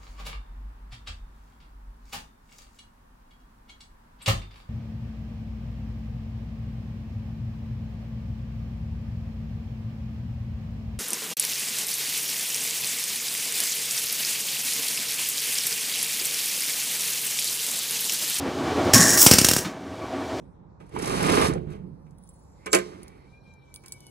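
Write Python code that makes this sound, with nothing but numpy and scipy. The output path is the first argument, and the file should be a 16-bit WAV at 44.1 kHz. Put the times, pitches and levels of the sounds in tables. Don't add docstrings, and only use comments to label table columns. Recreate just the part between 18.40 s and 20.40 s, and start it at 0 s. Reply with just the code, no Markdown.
import sys
import numpy as np
from scipy import signal
from scipy.fft import rfft, irfft, next_fast_len
from scipy.io import wavfile
from scipy.ndimage import uniform_filter1d, map_coordinates

SR = 44100
rng = np.random.default_rng(int(sys.argv[2]) if len(sys.argv) > 2 else 0)


def gain_from_decibels(decibels):
    exponent = np.asarray(decibels, float) / 20
    return 10 ** exponent


def to_wav(s):
    ch = np.atleast_2d(s).T
    pcm = np.round(np.clip(ch, -1, 1) * 32767)
    wavfile.write(sys.argv[1], SR, pcm.astype(np.int16))


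N = 88200

# [t/s, level/dB]
FAN_LEVEL = [
    (0, -29.5),
    (.12, -28.5),
    (.45, -24),
    (.53, -23),
    (.82, -27),
    (.9, -32.5),
    (1.35, -40),
    (2.0, -29),
]
# [f/Hz, density/dB]
DRONE_SPECTRUM = [(30, -42), (60, -15.5), (85, -11), (200, -8.5), (330, -5.5), (750, -7.5), (2400, -21),
                  (15500, -66)]
# [f/Hz, width/Hz, level over drone/dB]
CASE_MODES = [(84, 23, 2.5), (118, 16, -4.5), (273.6, 28.5, 4), (357.5, 13, 4), (420, 5.5, -1),
              (641, 18.5, 1.5), (743, 52, -4), (1134, 11.7, 4.5), (2310, 25, 1)]
# [f/Hz, density/dB]
FAN_HISS_SPECTRUM = [(1500, -40), (3000, 3.5), (6000, -2.5), (8000, -8.5), (15500, -23.5)]
# [f/Hz, density/dB]
STOP_SPECTRUM = [(300, -13), (1000, 6), (3500, -1), (6000, -4), (12000, -28)]
# [t/s, level/dB, f/Hz, t60/s]
PUFFS = [
    (.536, -15.5, 121.3, 0.14),
    (0.561, -7, 225, 0.042),
    (0.549, -26, 1103, 0.28),
    (0.591, -15, 185, 0.11),
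    (0.648, -20.5, 267, 0.083),
    (1.249, -33, 190, 0.19),
    (1.26, -32.5, 306, 0.11),
]
# [t/s, hiss level/dB, top over hiss/dB, tube tone level/dB]
ARC_COURSE = [
    (.529, -61, -9, -90),
    (.535, -14.5, -16, -24),
    (.6, -17, -22, -23.5),
    (.77, -22, -4, -31.5),
    (.78, -18, -3, -35),
    (.83, -16.5, 3, -59),
    (.86, -22, 2, -50),
    (.875, -29, -13, -54),
    (1.19, -31.5, -1.5, -68),
    (1.33, -69.5, -15, -90),
]
# [f/Hz, density/dB]
HISS_SPECTRUM = [(300, -22), (1200, -15), (2600, -21), (4600, -12.5), (5400, -4.5), (7500, -5),
                 (11000, -14), (15500, -25)]
TOP_SPECTRUM = [(7000, -27.5), (9500, -3.5), (12400, -4), (15500, -0.5)]
# [f/Hz, width/Hz, level/dB]
WORK_MODES = [(5620, 200, -4), (6540, 200, -5), (7060, 60, -2), (7870, 80, -4), (8200, 100, -5),
              (9950, 150, -3), (12350, 250, -2), (14100, 100, -5)]
# [f/Hz, width/Hz, level/dB]
TUBE_MODES = [(1666, 256, -3), (1823, 214, -1)]
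# [t/s, crack level/dB, thump level/dB, spatter level/dB]
POPS = [(.4505, -31, -55, -44), (0.5362, 2, -15, -14), (0.5378, -7.5, -28, -14), (0.5446, 5.5, -16, -18),
        (0.5505, -11, -29, -22.5), (0.7754, -7, -37, -13.5), (0.817, -11, -41, -19),
        (0.8638, 10, -5.5, 0.5), (0.9126, 8, -3.5, -4), (0.9364, -1, -10.5, -8.5),
        (0.9849, 2.5, -12.5, -3.5), (1.0144, -5.5, -12.5, -16), (1.046, 1.5, -13, -6.5),
        (1.0644, -22, -23, -16), (1.0869, 1, -19.5, -9.5), (1.113, -4.5, -16, -16), (1.135, -5, -19.5, -16),
        (1.1646, -7, -15.5, -15.5), (1.183, -17.5, -44, -28), (1.1872, -14, -23, -22)]
# [f/Hz, width/Hz, level/dB]
CRACK_MODES = [(800, 650, -11), (1770, 410, -5), (2723, 266, -8), (5390, 750, 0.5), (7680, 480, -4.5),
               (8340, 1500, -8), (11700, 2560, -6.5), (14100, 5100, -8)]
SPATTER_MODES = [(3500, 3600, -6.5), (5670, 360, 4.5), (7500, 2900, 0), (10100, 4000, -7)]
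# [f/Hz, t60/s]
ROOM_DECAY = [(150, 1), (1000, 0.33), (5000, 0.29), (14000, 0.22)]
# [f/Hz, level/dB]
ROOM_COLOUR = [(100, -9), (400, -5.5), (2000, 2.5), (5600, -2.5), (14000, -0.5)]
# [start t/s, end t/s]
SIDE_SPANS = [(.37, 0.38), (0.859, .98), (1.032, 1.09), (1.3, 1.4), (1.65, 1.66)]


def unit(x):
    return x / np.sqrt(np.mean(x ** 2) + 1e-20)


def along(points, hz):
    f, v = np.transpose(points)
    return np.interp(np.log(hz + 1), np.log(f + 1), v)


def curves(rows):
    s, *cols = np.transpose(rows)
    return [np.interp(np.arange(N) / SR, s, c) for c in cols]


def wobble(rate):
    knots = rng.standard_normal(int(N * 400 / SR) + 4)
    return map_coordinates(knots, [np.arange(N) * min(rate, 400) / SR])


def filtered(x, response):
    m = next_fast_len(N + SR // 2)
    return irfft(rfft(x, m) * response(np.fft.rfftfreq(m, 1 / SR)), m)[..., :N]


def peaks(modes, f):
    total = 0
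    for k, (centre, width, db) in enumerate(modes):
        total = total + (-1) ** k * gain_from_decibels(db) * 1j * f * width / (centre ** 2 - f ** 2 + 1j * f * width)
    return total


def rush(gain, patchy_db):
    z = signal.stft(rng.standard_normal(N + 512), nperseg=512)[2]
    field = uniform_filter1d(rng.standard_normal(z.shape), size=6, axis=0)
    field = uniform_filter1d(field, size=8, axis=1)
    noise = signal.istft(z * gain_from_decibels(patchy_db * unit(field)), nperseg=512)[1][:N]
    return unit(filtered(noise, gain))


def lifted(spectrum, modes, lift_db):
    def gain(f):
        mode_power = sum(np.abs(peaks([mode], f)) ** 2 for mode in modes)
        return gain_from_decibels(along(spectrum, f)) * np.sqrt(1 + gain_from_decibels(2 * lift_db) * mode_power) * (f > 20)
    return gain


def fan():
    level_db, = curves(FAN_LEVEL)
    top_db = level_db.max()
    flutter = gain_from_decibels(level_db + 0.5 + 1.26 * wobble(25.34))
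    drone = flutter * rush(lifted(DRONE_SPECTRUM, CASE_MODES, 6.9), patchy_db=0.8)
    hiss_level = gain_from_decibels(top_db - 15 + 1.14 * (level_db - top_db))
    hiss = hiss_level * rush(lambda f: gain_from_decibels(along(FAN_HISS_SPECTRUM, f)), patchy_db=0.5)
    return drone + hiss


def feed_stop():
    start_s, level_db, t60_s, rise_s = 1.244, -32, 0.25, 0.004
    t = np.clip(np.arange(N) / SR - start_s, 0, 2)
    envelope = gain_from_decibels(level_db - 60 * t / t60_s + 2.2 * wobble(84)) * (1 - np.exp(-t / rise_s))
    return envelope * rush(lambda f: gain_from_decibels(along(STOP_SPECTRUM, f)) * (f > 150), patchy_db=-1.5)


def puffs():
    out, t = np.zeros(N + SR), np.arange(SR // 3) / SR
    rise = 1 - np.exp(-t / 0.0059)
    for s, db, hz, t60 in PUFFS:
        wander = np.cumsum(rng.standard_normal(len(t))) * 0.036
        tone = np.sin(2 * np.pi * hz * t + wander)
        out[round(s * SR):][:len(t)] += gain_from_decibels(db - 60 * t / t60 + 9) * rise * tone
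    return out[:N]


def arc():
    hiss_db, top_db, tube_db = curves(ARC_COURSE)
    grit = gain_from_decibels(1.8 * wobble(90.3) + 2.2 * wobble(350))
    hiss = rush(lifted(HISS_SPECTRUM, WORK_MODES, 7), patchy_db=0.0)
    top = gain_from_decibels(top_db) * rush(lifted(TOP_SPECTRUM, WORK_MODES, 9), patchy_db=3.0)
    tube_level = gain_from_decibels(tube_db + 1.5 * wobble(40))
    tube = tube_level * rush(lambda f: peaks(TUBE_MODES, f), patchy_db=1.7)
    return gain_from_decibels(hiss_db) * grit * (hiss + top) + tube


def pops():
    snap, fizz, crack_t60_s = 5.5, 1.1, 0.007
    echo_s, echo_db = 0.0038, -9
    spatter_delay_s, spatter_rise_s, spatter_t60_s = 0.0012, 0.002, 0.034
    thump_turns, thump_slows_s, thump_peak_s = 0.81, 0.0006, 0.0024
    cracks, spray, thumps = np.zeros((3, N + SR))
    t = np.arange(SR // 20) / SR
    swing = np.sin(2 * np.pi * thump_turns * np.log(1 + t / thump_slows_s))
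    thump = -t / thump_peak_s * np.exp(1 - t / thump_peak_s) * swing
    late = np.clip(t - spatter_delay_s, 0, 1)
    spatter_rise = 1 - np.exp(-late / spatter_rise_s)
    noises = rng.standard_normal((len(POPS), 2, len(t)))
    for (s, crack_db, thump_db, spatter_db), noise in zip(POPS, noises):
        i = round(s * SR)
        crack = gain_from_decibels(crack_db - 60 * t / crack_t60_s) * (fizz * noise[0] - snap * (t == 0))
        cracks[i:][:len(t)] += crack
        spray[i + round(echo_s * SR)] += gain_from_decibels(spatter_db + 10.5 + echo_db) * snap
        spray[i:][:len(t)] += gain_from_decibels(spatter_db - 60 * late / spatter_t60_s) * spatter_rise * noise[1]
        thumps[i:][:len(t)] += gain_from_decibels(thump_db) * thump
    cracks = gain_from_decibels(5) * filtered(cracks[:N], lambda f: 0.083 + peaks(CRACK_MODES, f))
    spray = gain_from_decibels(6.5) * filtered(spray[:N], lambda f: peaks(SPATTER_MODES, f))
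    return cracks + spray + thumps[:N]


def room(x):
    hz, t, z = signal.stft(rng.standard_normal(SR // 2), SR, nperseg=256)
    decay = gain_from_decibels(-60 * t / along(ROOM_DECAY, hz)[:, None])
    tail = signal.istft(z * decay, SR, nperseg=256)[1]
    delayed = np.pad(x, (350, 0))
    wet = signal.fftconvolve(delayed, tail / np.linalg.norm(tail))[:N]
    return filtered(wet, lambda f: gain_from_decibels(along(ROOM_COLOUR, f)))


def scene():
    weld = arc() + pops() + puffs() + feed_stop()
    return np.tile(weld + gain_from_decibels(-7) * room(weld) + fan(), (2, 1))


def band_limit(x):
    return signal.sosfilt(signal.butter(12, 16230, fs=SR, output="sos"), x)


def record(dry):
    low_cut_hz, clip_top, clip_hard, side_db = 20, 1.02, 12, -28
    x = filtered(dry, lambda f: (1j * f / (low_cut_hz + 1j * f)) * np.clip((15950 - f) / 300, 0, 1))
    x = x / (1 + np.abs(x / clip_top) ** clip_hard) ** (1 / clip_hard)
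    t = np.arange(N) / SR
    differs = sum((t > a) & (t < b) for a, b in SIDE_SPANS)
    steps = np.repeat(rng.standard_normal(N // 40 + 1), 40)[:N]
    side = gain_from_decibels(side_db) * x[0] * differs * steps
    return band_limit(x + side * np.array([[1], [-1]]))


dry = scene()
out = record(dry)
to_wav(out)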